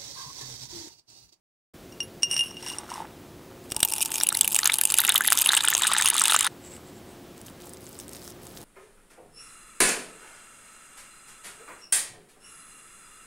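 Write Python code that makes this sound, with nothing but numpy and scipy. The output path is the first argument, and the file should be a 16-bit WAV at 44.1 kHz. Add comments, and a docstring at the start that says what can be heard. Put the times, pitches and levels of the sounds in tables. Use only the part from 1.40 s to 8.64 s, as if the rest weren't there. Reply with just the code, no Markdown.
"""A thin stream of water spatters on a glass bowl and gurgles in the growing pool, then its sound breaks off
abruptly: short damped tones make its drops and rising bubbles, coloured noise its spray and churn. Before it,
tea powder is tipped in: crumbs ring the modes of the glass, and dust hisses. After it foam fizzes, and a bamboo
whisk is lowered whose tines scrape and tick on the glass. A quiet kitchen hums behind, as noise and wavering
sines. One close microphone with gain control hears it all, the same in both channels."""
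import sys
import numpy as np
from scipy import signal
from scipy.fft import rfft, irfft, next_fast_len
from scipy.io import wavfile
from scipy.ndimage import uniform_filter1d, map_coordinates

SR = 44100
rng = np.random.default_rng(int(sys.argv[2]) if len(sys.argv) > 2 else 0)


def dump_mix(stems):
    """Bounce the given channels to the path in sys.argv[1] as a 16-bit WAV at rate SR."""
    frames = np.atleast_2d(stems).T  # one column per channel
    limited = np.clip(frames, -1, 1)  # hard clip at full scale
    pcm = np.round(limited * 32767).astype(np.int16)
    wavfile.write(sys.argv[1], SR, pcm)


N = 319284

# modes of the glass bowl, lowest first: pitch_hz, relative level_db, nominal t60_s before damping
GLASS_MODES = [(876, -8.5, 0.052), (2822, -2.5, 0.12), (5530, -5, 0.027), (5623, -2, 0.076),
               (8500, -13, 0.021), (8750, -7.5, 0.053), (10630, -9.5, 0.081), (11100, -22, .08),
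               (13970, -18, .05)]
# noise colour of dust, also used for foam: frequency_hz, relative level_db
DUST_COLOUR = [(880, -34), (1500, 2.5), (5670, -0.5), (7260, -3), (8660, 0), (15800, -15)]


def amp(db):
    """Gain for a level in dB."""
    return 10 ** (np.asarray(db) / 20)


def unit(x):
    """x scaled to rms 1."""
    return x / np.sqrt(np.mean(x ** 2) + 1e-20)


def curves(rows):
    """A gain per sample for each dB column after the time."""
    s, *columns = np.transpose(rows)
    t = np.arange(N) / SR
    return [amp(np.interp(t, s, db, -120)) for db in columns]


def wobble(rate):
    """A smooth random curve, rate knots a second."""
    grid_s = np.arange(0, N / SR + .001, .001)
    knots = rng.standard_normal(int(N * rate / SR) + 4)
    return np.interp(np.arange(N) / SR, grid_s, map_coordinates(knots, [grid_s * rate]))


def filtered(x, response):
    """x shaped by a complex response of frequency."""
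    size = next_fast_len(N + SR // 2)
    return irfft(rfft(x, size) * response(np.fft.rfftfreq(size, 1 / SR)), size)[:N]


def grit(spectrum, per_s, spread_db, smooth):
    """Random specks of unequal size over a share of smooth noise, coloured, rms 1."""
    sizes = amp(spread_db * np.minimum(rng.exponential(size=N), 3))
    specks = (rng.random(N) < per_s / SR) * sizes
    burst = np.exp(-np.arange(96) / (0.00053 * SR))
    swell = unit(np.convolve(specks, burst)[:N])
    f, db = np.transpose(spectrum)

    def colour(hz):
        # straight lines in dB over log frequency
        return amp(np.interp(np.log(hz + 1), np.log(f + 1), db, -120, -120))
    return unit(filtered((swell + smooth) * rng.standard_normal(N), colour))


def swish(centre_hz, wide_hz):
    """A band of noise that follows a moving centre: two slow noises modulate a cosine and a sine."""
    slope = [(1, 0), (wide_hz / 2, -3), (wide_hz * 2, -30)]
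    slow = [grit(slope, per_s=500, spread_db=0, smooth=.8) for _ in range(2)]
    turn = 2 * np.pi * np.cumsum(centre_hz) / SR
    return slow[0] * np.cos(turn) + slow[1] * np.sin(turn)


def blips(s, db, hz, t60, rise, soft_s, noisy, size):
    """Short damped tones that swell in and climb by a share rise of the pitch per t60; noise smears them."""
    t = np.arange(size) / SR
    db, hz, t60, rise = (np.reshape(v, (-1, 1)) for v in (db, hz, t60, rise))
    # 0 * db gives a shared pitch one row per event
    pitch_hz = np.minimum(hz * (1 + rise * t / t60) + 0 * db, SR / 2.2)
    turns = pitch_hz.cumsum(axis=1) / SR
    smear = 1 + noisy * uniform_filter1d(rng.standard_normal(turns.shape), size=4, axis=1)
    decay = amp(db - 60 * np.maximum(t - soft_s, 0) / t60)
    swell = np.minimum(t / soft_s, 1) ** 2
    wave = decay * swell * smear * np.sin(2 * np.pi * turns)
    at = (s * SR).astype(int)[:, None] + np.arange(size)
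    return np.bincount(at.ravel(), wave.ravel(), N + SR)[:N]


def splashes(s, db, rise_s, fall_s):
    """An envelope that gathers just before each event and dies away after it, 60 dB in rise_s and fall_s."""
    t = np.arange(-SR // 50, SR // 12) / SR
    shape = np.where(t < 0, amp(60 * t / rise_s), amp(-60 * t / fall_s))
    events = np.bincount((s * SR).astype(int), amp(db), N)
    return signal.fftconvolve(events, shape)[SR // 50:][:N]


def strokes(rows, attack_s, release_s):
    """Gain that rises 20 dB, holds and falls 20 dB for each row, and the centre pitch passing from row to row."""
    t = np.arange(N) / SR
    gain = np.zeros(N)
    for s, hold, db, _ in rows:
        before = np.maximum(s - t, 0) / attack_s
        after = np.maximum(t - s - hold, 0) / release_s
        gain += amp(db - 20 * before - 20 * after)
    middles_s = [s + hold / 2 for s, hold, *_ in rows]
    return gain, np.interp(t, middles_s, [row[-1] for row in rows])


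def glass(force, modes, damp):
    """Some of the bowl's modes, as resonators, answer a force; damp widens them and so shortens their ring."""
    def response(f):
        total = 0
        for hz, db, t60 in modes:
            drive = amp(db) * 1j * f * 1.19 * damp / t60
            total = total + drive / (hz * hz - f * f + 1j * f * 1.4 * damp / t60)
        return total
    return filtered(force, response)


def kitchen():
    """Appliance rumble and microphone hiss as coloured noise, with hum lines that waver in level and phase."""
    # rumble and hiss: frequency_hz, relative level_db
    room_colour = [(18, -24.5), (30, -8.5), (105, -1.5), (309, -1), (361, -3.5), (469, -6), (535, -7),
                   (880, -15), (2200, -20.5), (3260, -21.5), (3620, -22.5), (14500, -29), (15700, -24.5)]
    # hum lines: pitch_hz, relative level_db
    hum_lines = [(355.3, -59), (382.2, -65), (532.9, -67), (694.4, -68.5)]
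    t = np.arange(N) / SR
    hum = np.zeros(N)
    for hz, db in hum_lines:
        level = amp(db + 4.5 + 2.5 * wobble(7.2))
        hum += level * np.sin(2 * np.pi * hz * t + 0.72 * wobble(6.8))
    room_db = -47.5 + .6 * wobble(4)
    return hum + amp(room_db) * grit(room_colour, per_s=1, spread_db=0, smooth=100)


def powder():
    """Crumbs clink on bare glass; dust keeps it ringing, then lands softly on the heap."""
    # hard crumbs on the glass: start_s, ring level_db, brightness_db per octave, extra_db for modes above 10 kHz
    clinks = [(0.5233, -45, 1.5, -15), (0.604, -23.5, -2.5, -12), (0.63, -42, -5, 14.5),
              (0.823, -30, 2, -8), (0.832, -11, 3, -21), (0.9124, -15.5, 5.5, -12.5), (0.928, -24, 10, -20),
              (0.942, -18, 6, -22), (0.9652, -18.5, -4.5, -3), (0.9773, -21, 1, -6),
              (0.9925, -17.5, -4.5, 2), (1.0084, -21.5, -2, -9), (1.039, -32, -6, 9), (1.066, -36, -3, 3),
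              (1.1685, -38.5, -6, -15), (1.227, -37, -2, -8), (1.2635, -29, 3, -15),
              (1.2846, -26, 5.5, -14), (1.3001, -27, 10, -19), (1.3358, -38, 3, -18),
              (1.385, -26.5, 10, -25), (1.502, -34, 6, -25), (1.5397, -32, 12, -15)]
    # soft clumps landing on the heap: start_s, level_db, pitch_hz
    pats = [(1.232, -37, 904), (1.264, -33.5, 990), (1.315, -33.5, 998), (1.398, -36, 860),
            (1.432, -37, 850), (1.49, -38, 1380), (1.516, -24, 970), (1.535, -31, 1040), (1.556, -28, 980),
            (1.578, -28, 870), (1.602, -24, 890), (1.62, -28, 910), (1.646, -33, 870)]
    # falling powder: time_s, ring of the bare glass_db, hiss_db, patter on the heap_db (all relative)
    fall = [(0.8, -76, -82, -70), (0.834, -30, -43, -50), (0.878, -50, -60, -70), (0.912, -23.5, -50, -53),
            (0.986, -29, -46, -50.5), (1.136, -41.5, -73, -58), (1.23, -57, -45.5, -62),
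            (1.304, -38, -43, -52), (1.39, -63, -52.5, -44.5), (1.464, -77, -60, -51.5),
            (1.51, -60, -46, -47), (1.608, -72, -52.5, -44.5), (1.75, -82, -92, -61)]
    scatter_db = 3  # each mode, crumb to crumb
    crack_db = -3  # against the ring
    out = np.zeros(N)
    t = np.arange(SR // 6) / SR
    hz, level_db, t60 = np.transpose(GLASS_MODES[1:])[..., None]
    for s, db, tilt_db, top_db in clinks:
        place_db = tilt_db * np.log2(hz / hz[0] / 2) + top_db * (hz > 10000)
        place_db = place_db + scatter_db * rng.standard_normal(hz.shape)
        # the heap muffles the glass as it grows
        muffle = 1 + 3.8 * max(s - 1.05, 0)
        rings = amp(db + level_db + place_db - 60 * t * muffle / t60) * np.sin(2 * np.pi * hz * t)
        crack_noise = uniform_filter1d(rng.standard_normal(len(t)), size=3)
        crack = amp(db + crack_db - 60 * t / 0.0019) / muffle * crack_noise
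        out[round(s * SR):][:len(t)] += rings.sum(axis=0) * np.minimum(t / 0.00024, 1) + crack

    s, db, hz = np.transpose(pats)
    out += blips(s, db, hz, 0.024, 0, soft_s=0.0015, noisy=0.17, size=1024)

    ring, hiss, patter = curves(fall)
    dust = grit([(1500, 0), (16000, 0)], per_s=260, spread_db=4.0, smooth=1.0)
    heap_colour = [(550, -25), (800, 11.0), (1000, 6.0), (1250, 4), (2300, -5.5), (4000, -9.5)]
    heap = grit(heap_colour, per_s=180, spread_db=5.0, smooth=1.0)
    out += amp(18.5) * glass(ring * dust, GLASS_MODES[1:2], damp=4.1)
    out += amp(10.5) * glass((ring + amp(3.5) * hiss) * dust, GLASS_MODES[2:], damp=1.9)
    out += hiss * grit(DUST_COLOUR, per_s=1000, spread_db=-7, smooth=0.36)
    return out + patter * heap


def whisk():
    """Foam fizzes; tines drag over the glass and spring free with dry ticks, the faint ones at random."""
    # patches of foam bursting: start_s, length_s, level_db, centre_hz
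    foam = [(5.09, .03, -67, 8200), (5.25, 0.034, -53.5, 7550), (5.32, 0.046, -52, 7780),
            (5.47, 0.024, -61, 7800), (5.56, 0.019, -60, 7550), (5.69, 0.046, -62, 8400)]
    # strokes over the glass: start_s, length_s, level_db, scrape centre_hz
    drags = [(5.97, 0.017, -57, 5200), (6.01, .01, -65, 4740), (6.062, 0.015, -49.5, 4700),
             (6.21, 0.13, -52.5, 4400), (6.42, 0.14, -51, 4900), (6.595, .01, -43, 5600),
             (6.72, 0.058, -46, 5200), (6.83, 0.069, -47, 5300), (7.03, 0.074, -50.5, 5000),
             (7.15, 0.07, -50.5, 4400)]
    # tines springing free: start_s, level_db, pitch_hz
    loud_ticks = [(5.979, -31, 8450), (6.015, -30, 9000), (6.0666, -31, 6260), (6.0993, -33, 9200),
                  (6.202, -42, 4270), (6.22, -34, 6270), (6.237, -43, 3130), (6.2705, -30, 8230),
                  (6.2938, -31, 8820), (6.3353, -29, 8960), (6.3711, -33, 6070), (6.4071, -35, 11600),
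                  (6.4669, -32.5, 7220), (6.4734, -40, 3990), (6.4919, -30, 11200), (6.5297, -35, 7400),
                  (6.5537, -35, 4460), (6.5898, -26, 8250), (6.5996, -26, 6070), (6.6812, -29, 8540),
                  (6.693, -28.5, 8340), (6.733, -26.5, 8800), (6.758, -29, 8470), (6.7672, -34, 10700),
                  (6.7762, -37, 4600), (6.8184, -34.5, 4400), (6.854, -29, 6700), (6.8775, -26.5, 5800),
                  (6.9214, -36, 5700), (7.0331, -37, 10500), (7.0691, -29, 7800), (7.0925, -32, 11100),
                  (7.1413, -45, 4560), (7.1723, -49, 4860), (7.1723, -30.5, 4200), (7.2153, -31, 9060),
                  (6.0662, -30, 12600), (6.083, -35.5, 3100), (6.3443, -36, 8900), (7.229, -32, 9000)]
    # noise colour of the rubbing tines: frequency_hz, relative level_db
    tine_colour = [(880, -36), (1500, -13), (1770, -32), (2180, -29), (2380, -76), (3110, -6), (8660, -1),
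                   (15800, -5.5)]
    fizz, fizz_hz = strokes(foam, attack_s=0.047, release_s=0.041)
    drag, scrape_hz = strokes(drags, attack_s=0.024, release_s=0.057)

    when, loud, pitch = rng.random((3, 40))
    s = 5.9 + 1.32 * when
    faint_db = 20 * np.log10(drag[(s * SR).astype(int)]) + 10 + 8 * (loud - .5)
    faint_ticks = np.transpose([s, faint_db, 3200 * 4.5 ** pitch])
    s, db, hz = np.vstack([loud_ticks, faint_ticks]).T
    ticks = blips(s, db, hz, 14 / hz, 0, soft_s=0.00032, noisy=1.8, size=256)

    rub = amp(-3) * grit(tine_colour, per_s=230, spread_db=-0.5, smooth=0.49)
    rub += amp(-13) * swish(scrape_hz, wide_hz=1000)
    froth = swish(fizz_hz, wide_hz=900)
    froth += amp(-2) * grit(DUST_COLOUR, per_s=400, spread_db=2, smooth=0.68)
    return ticks + drag * rub + fizz * froth


def water():
    """Drops smack and throw spray, bubbles chirp upward, the pool gurgles and the bowl hums along."""
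    # strength of the stream: time_s, level_db
    stream = [(2.24, -55), (2.37, -42.5), (2.49, -37), (2.6, -29), (2.88, -36), (3.1, -34), (3.29, -30.5),
              (3.46, -39), (3.59, -25), (3.71, -37), (3.92, -24.5), (4.14, -28.5), (4.39, -27.5),
              (4.59, -22), (4.73, -30), (4.91, -25.5), (5.09, -27.5)]
    # loud drops that smack glass or pool: start_s, level_db, pitch_hz, thump_db against the smack
    loud_smacks = [(2.3198, -18.5, 8140, 2), (2.3462, -30, 7800, -18), (2.3644, -10, 8580, -10),
                   (2.4041, -14.5, 9000, -9), (2.43, 2, 8280, -3), (2.4498, -3, 13440, -22),
                   (2.5135, -39, 8000, -21), (2.5366, -9.5, 8740, -27), (2.5632, -22, 10300, -2),
                   (2.5824, -16.5, 10800, -5), (2.6607, -22, 8740, -18), (2.7044, -26, 8400, -18),
                   (2.7177, -15, 8400, -9), (2.7418, -14, 6400, -17), (2.7668, -26, 8930, -18),
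                   (2.8105, -11.5, 5650, -13), (2.8343, -0.5, 8480, -49), (2.8693, -6, 10500, -28),
                   (2.889, -1, 10160, -29), (2.9259, -12.5, 8300, -17), (2.9496, -6.5, 10140, -13),
                   (2.971, -5, 10470, -18), (2.99, -12.5, 10400, -7), (3.0107, 5.5, 7930, -28),
                   (3.0317, -14, 7050, -18), (3.0451, -6.5, 10860, -18), (3.0775, -5, 13740, -17),
                   (3.1203, -13.5, 12800, -26), (3.1458, -4, 7280, -20), (3.1456, -3.5, 9570, -35),
                   (3.1552, -10, 9700, -20), (3.1631, 0.5, 8440, -19), (3.1894, 0.5, 7250, -27),
                   (3.2322, -15.5, 5760, -11), (3.2437, -8, 10400, -18), (3.257, 2, 6500, -24),
                   (3.2744, -2, 8400, -9), (3.3218, -12, 7650, -22), (3.3352, -8, 9200, -27),
                   (3.3564, -15, 9000, -36), (3.3853, -7, 10200, -31), (3.4124, -1, 11270, -46),
                   (3.4357, -5, 8900, -32), (3.4529, -3, 9340, -26), (3.4737, -19.5, 7600, -20),
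                   (3.5016, -7, 7400, -12), (3.542, -4, 9260, -22), (3.5853, 4.5, 10280, -23),
                   (3.6029, 4, 11500, -23), (3.6366, -11, 13200, -23), (3.6496, -5, 11200, -15),
                   (3.678, -5.5, 7070, -15), (3.6922, -11, 8950, -18), (3.692, 2.5, 8820, -28),
                   (3.7211, -9, 7940, -24), (3.7427, -4.5, 10060, -23), (3.7565, -2, 11800, -18),
                   (3.779, -1, 11700, -24), (3.8079, -12, 11000, -21), (3.8473, -17, 10400, -18),
                   (3.874, -3, 11900, -11), (3.8773, -1.5, 10720, -4), (3.9025, -2, 9670, -5),
                   (3.9291, -8, 13000, -23), (3.9292, -13, 8900, -23), (3.9524, -17, 8900, -14),
                   (3.983, -8, 5900, -18), (4.0142, 0.5, 12450, -42), (4.0428, -18, 7010, -17),
                   (4.0595, 1, 10130, -23), (4.071, -4, 10800, -10), (4.0903, -3.5, 9200, -21),
                   (4.119, -8.5, 6740, -14), (4.1335, -4, 8400, -18), (4.1502, -2.5, 8080, -20),
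                   (4.177, -27, 9820, -18), (4.175, -2.5, 8800, -32), (4.2053, -18, 9520, -18),
                   (4.2509, -2.5, 9420, -18), (4.2842, 0.5, 8260, -14), (4.3026, -3, 13630, -18),
                   (4.336, -10, 6660, -18), (4.3502, -1.5, 6400, -3), (4.3678, -9.5, 9100, -6),
                   (4.4031, -25, 14100, -23), (4.421, -5, 7480, -14), (4.4694, -10, 6900, -16),
                   (4.4724, -4, 8730, -18), (4.5166, -12, 7890, -18), (4.5345, -4.5, 8860, -18),
                   (4.5717, -24, 9400, -18), (4.5834, -1, 8200, -26), (4.6213, -24, 8630, -18),
                   (4.6222, -7, 7620, -23), (4.6585, 1, 9030, -33), (4.6856, -2, 9200, -11),
                   (4.7014, 1.5, 10500, -41), (4.7513, -16, 10000, -18), (4.7656, -10.5, 7400, -16),
                   (4.7957, -2, 8620, -23), (4.8176, -1.5, 8080, -21), (4.8383, -0.5, 8450, -18),
                   (4.855, -5, 8400, -21), (4.881, -9, 9650, -18), (4.9212, -6, 8330, -13),
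                   (4.9448, -3.5, 9320, -23), (4.9633, 2, 7180, -29), (4.9897, -5, 8900, -7),
                   (5.009, -4.5, 7320, -18), (5.0663, -4.5, 9400, -15), (2.5224, -10.5, 8850, -43),
                   (2.5965, -23, 9050, -15), (2.6065, -13, 5520, -4), (2.6289, -16.5, 5200, -18),
                   (2.7831, -20, 5160, -14), (2.8014, -11, 4970, -36), (3.3404, -3, 9000, -15),
                   (3.3857, -5, 9740, -33), (3.5214, -1.5, 9400, -11), (3.6164, -8, 11400, -18),
                   (3.6676, -10, 8900, -12), (3.929, -10.5, 8900, -21), (3.9744, -12, 6100, -18),
                   (4.0184, -4, 8730, -32), (4.1674, -2, 8050, -21), (4.3174, -12, 6440, -16),
                   (4.3784, -8, 7750, -16), (4.4334, -7, 8100, -18), (4.4784, -5, 8500, -24),
                   (4.6114, -4.5, 7930, -18), (4.6664, -5.5, 6350, -9), (4.6754, -4, 9400, -23),
                   (4.7804, -11, 7770, -22), (4.8074, -7, 5960, -18), (4.9004, -7, 9640, -18),
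                   (4.9114, -7, 7950, -12), (4.9344, -8, 9150, -18), (5.0474, -7, 9050, -18)]
    # loud trapped bubbles: start_s, level_db, pitch_hz, nominal chirp length_s
    loud_bubbles = [(2.811, -20, 3940, 0.029), (2.8338, -34, 4540, 0.015), (2.8457, -25, 2680, 0.018),
                    (2.8656, -20, 2820, 0.032), (2.9217, -22.5, 1380, 0.03), (2.9455, -13, 4170, 0.012),
                    (3.0104, -12.5, 3370, 0.03), (3.0448, -16, 2920, 0.022), (3.1191, -52, 3200, 0.017),
                    (3.145, -19, 2840, 0.013), (3.1616, -12, 2570, 0.015), (3.1902, -19, 1830, 0.03),
                    (3.2323, -8.5, 4140, 0.01), (3.2558, -5, 4380, 0.0097), (3.2747, -17, 3530, 0.017),
                    (3.296, -7, 2250, 0.016), (3.3195, -10.5, 3570, 0.018), (3.3404, -14, 4220, 0.012),
                    (3.3895, -20, 3140, 0.017), (3.4144, -25, 1640, 0.031), (3.4542, -24, 2690, 0.027),
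                    (3.5037, -12.5, 4630, 0.0086), (3.5925, -7, 3810, 0.023), (3.6377, -17, 1470, 0.028),
                    (3.6494, -10.5, 2670, 0.013), (3.6838, -10, 2140, 0.011), (3.6966, -5.5, 3580, 0.02),
                    (3.722, -18, 2960, 0.021), (3.7505, -11.5, 1210, 0.013), (3.759, -1, 3300, 0.012),
                    (3.8073, -9, 1580, 0.032), (3.8479, -17.5, 1960, 0.037), (3.8839, -15.5, 1840, 0.015),
                    (3.9211, -4, 1420, 0.0057), (3.9806, -14, 3450, 0.019), (4.0186, -35, 3700, 0.017),
                    (4.041, -19, 3330, 0.017), (4.061, -6.5, 2820, 0.014), (4.0904, 2, 3740, 0.015),
                    (4.119, -9, 4240, 0.014), (4.133, -7.5, 1580, 0.0087), (4.171, -3, 2900, 0.013),
                    (4.2058, -9, 3870, 0.015), (4.2445, -13.5, 1485, 0.017), (4.276, -3.5, 3160, 0.0087),
                    (4.284, -13, 1510, 0.014), (4.3264, -32, 1200, 0.015), (4.327, -11, 1820, 0.014),
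                    (4.4112, -22, 1810, 0.015), (4.4201, -16, 990, 0.014), (4.4348, -4.5, 3550, 0.014),
                    (4.476, -20, 3850, 0.024), (4.5159, -11, 1140, 0.012), (4.549, -13, 1720, 0.019),
                    (4.5998, -9, 1760, 0.012), (4.6566, -12.5, 2840, 0.019), (4.6718, -10, 2990, 0.017),
                    (4.7529, -18.5, 1210, 0.034), (4.771, -21, 3710, 0.013), (4.7823, -9.5, 3580, 0.017),
                    (4.8143, -11, 1310, 0.024), (4.8555, -10, 3300, 0.014), (4.8811, -18, 3720, 0.02),
                    (4.8969, -7.5, 3560, 0.026), (4.922, -10.5, 1370, 0.02), (4.9449, -4.5, 1240, 0.014),
                    (4.9618, -11.5, 1450, 0.017), (5.0085, -16, 3870, 0.026), (5.0232, -16, 3230, 0.017),
                    (5.067, -14, 1370, 0.015), (2.903, -17, 3830, .015), (2.95, -23, 2100, .02),
                    (3.247, -22, 1380, 0.018), (3.59, -18, 1500, 0.02), (3.616, -21, 2100, .017),
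                    (3.688, -15, 1410, .02), (4.104, -12, 1610, .015), (4.139, -12, 3700, .017),
                    (4.449, -10, 1530, .015)]
    # heavy drops that thud: start_s, level_db
    heavy_drops = [(2.3199, -19.5), (2.367, -19.5), (2.4295, -9.5), (3.0093, -20), (4.0913, -19)]
    # noise colours of spray and of churning pool: frequency_hz, relative level_db
    spray_colour = [(2350, 3), (4000, -7.5), (4860, -4.5), (5640, -14), (6280, -4), (9120, 1.5),
                    (15200, -7), (16100, -69), (16500, -62)]
    gurgle_colour = [(290, -61), (500, -44), (868, 1), (1060, -12), (1440, 1), (2530, -7), (3680, 3),
                     (4820, -12), (6000, -12), (7800, -15), (13200, -120)]
    pour_s, fill_s, cut_s = 2.3, 2.18, 5.078  # pool starts, time it takes to cover the bottom, the water's sound breaks off

    def at(curve, s):
        return curve[(s * SR).astype(int)]

    spray, = curves(stream)
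    depth = np.clip((np.arange(N) / SR - pour_s) / fill_s, 0, 1)
    # the gurgle grows 22 dB against the stream as the pool fills
    gurgle = spray * amp(-27 + 22 * depth)

    # small drops at random between the loud ones, sinking in pitch as the pour goes on
    when, loud, pitch, thump = rng.random((4, 70))
    s = pour_s + (cut_s - pour_s) * when
    small_db = 20 * np.log10(at(spray, s)) + 14 + 8 * (loud - .5)
    small_hz = 10120 * 2.12 ** (pitch - .5 - 0.13 * (s - pour_s))
    small_thump_db = -16 + 14 * (thump - .5)
    small_drops = np.transpose([s, small_db, small_hz, small_thump_db])
    s, db, hz, thump_db = np.vstack([loud_smacks, small_drops]).T
    smack_t60 = 0.0024 * 1.2 ** np.clip(rng.standard_normal(len(s)), -2, 1)
    smacks = blips(s, db, hz, smack_t60, 0.028, soft_s=0.00098, noisy=0.91, size=512)
    # bright edge of each smack, dulled in a deep pool
    snap_db = db - 6 - 24 * at(depth, s) ** 2
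    smacks += blips(s, snap_db, 13500, 0.00067, 0, soft_s=0.00038, noisy=1.1, size=256)
    thump_level_db = db + thump_db - 3 * (1 - at(depth, s))
    thumps = blips(s, thump_level_db, 3410, 0.00097, 0, soft_s=0.00125, noisy=1.3, size=256)

    # each drop also strikes the glass: a short push of noise
    blows = unit(splashes(s, 0.74 * db, rise_s=0.0015, fall_s=0.0025)) * rng.standard_normal(N)
    # the deepening pool damps the bare glass by up to 36 dB
    ring = glass(amp(-28 - 36 * depth) * blows, GLASS_MODES[1:6], damp=3.9)
    # water on the glass lowers and blurs its ring
    wetted = [(.92 * mode_hz, level_db, t60) for mode_hz, level_db, t60 in GLASS_MODES[2:4]]
    ring += glass(amp(-51.5) * blows, wetted, damp=3.2)

    # spray gathers just before each smack and rains back after it
    splash = splashes(s, db, rise_s=0.0044, fall_s=0.012)
    spatter = amp(-10) * splash + amp(-6.5) * spray * amp(4.4 * wobble(45))
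    beds = spatter * grit(spray_colour, per_s=600, spread_db=5.5, smooth=0.19)
    # a deep pool throws no finer spray
    dulled = filtered(beds, lambda f: 1 / (1 + (f / 11900) ** 6))
    beds += depth ** 3.6 * (dulled - beds)

    s, db, hz, t60 = np.transpose(loud_bubbles)
    t60 = np.clip(t60, .004, .04)
    churn = amp(-18.5) * splashes(s, db, rise_s=0.0066, fall_s=0.059)
    churn += gurgle * amp(0.5 + 1.26 * wobble(40))
    beds += churn * grit(gurgle_colour, per_s=360, spread_db=5.0, smooth=0.19)
    # a smeared plop, then a weaker, clear chirp that climbs as the bubble nears the surface
    bubbles = blips(s, db, hz, 0.26 * t60, 0.08688, soft_s=0.0012, noisy=.35, size=768)
    bubbles += blips(s, db - 7, .95 * hz, 1.62 * t60, 0.46698, soft_s=0.00088, noisy=0.046, size=1536)
    # big, low bubbles shake the bowl's lowest mode
    kicks = splashes(s, db - 35 - 9 * np.log2(hz / 1200), rise_s=0.0045, fall_s=0.024)

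    # small bubbles at random, their level set by the gurgle
    when, pitch, loud, climb = rng.random((4, 700))
    s = pour_s + (cut_s - pour_s) * when
    hz = 900 * 5.19 ** pitch ** 1.056
    small_db = 20 * np.log10(at(gurgle, s)) - 3 + 13 * loud
    small = blips(s, small_db, hz, 34 / hz, 0.062 + .5 * climb, soft_s=0.0019, noisy=0.23, size=768)

    # the lowest mode hums while the stream is strong, 9 dB weaker when the bottom is covered
    hum = amp(-44 - 9 * depth) * (spray > amp(-45)) + kicks
    shaking = (np.sqrt(np.abs(unit(splash))) + 0.42) * rng.standard_normal(N)
    low = hum * unit(glass(shaking, GLASS_MODES[:1], damp=2.9))

    # small drops carry no bass
    wet = filtered(smacks + thumps + bubbles + small + beds, lambda f: f ** 4 / (f ** 4 + 394.0 ** 4))
    s, db = np.transpose(heavy_drops)
    thuds = blips(s, db, 250, 0.0012, 0, soft_s=0.00063, noisy=0.072, size=512)
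    return (wet + low + amp(15.5) * ring + thuds) * (np.arange(N) < cut_s * SR)


def scene():
    """Powder, water and whisk with a short weak tail from worktop and walls, over the kitchen."""
    close = powder() + water() + whisk()
    t = np.arange(SR // 10) / SR
    tail = rng.standard_normal(len(t)) * amp(-60 * t / 0.03)
    echo = signal.fftconvolve(close, tail / np.linalg.norm(tail))[:N]
    return np.tile(close + amp(-11.5) * echo + kitchen(), (2, 1))


def record(dry):
    """Gain control eases loud stretches, peaks clip softly, sound starts after a silent lead-in."""
    start_s, top_hz = .336, 16700  # end of the silence, upper limit of the band
    level_db = 10 * np.log10(np.abs(uniform_filter1d(dry[0] ** 2, size=2000)) + 1e-12)
    # 0.22 dB less for each dB above -33 dB
    eased = dry[0] * amp(-.22 * np.maximum(level_db + 33.0, 0))
    x = eased * np.clip((np.arange(N) / SR - start_s) / 0.0065, 0, 1)
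    x = x / (1 + np.abs(x) ** 8) ** (1 / 8)
    return np.tile(filtered(x, lambda hz: hz < top_hz), (2, 1))


dry = scene()
out = record(dry)
dump_mix(out)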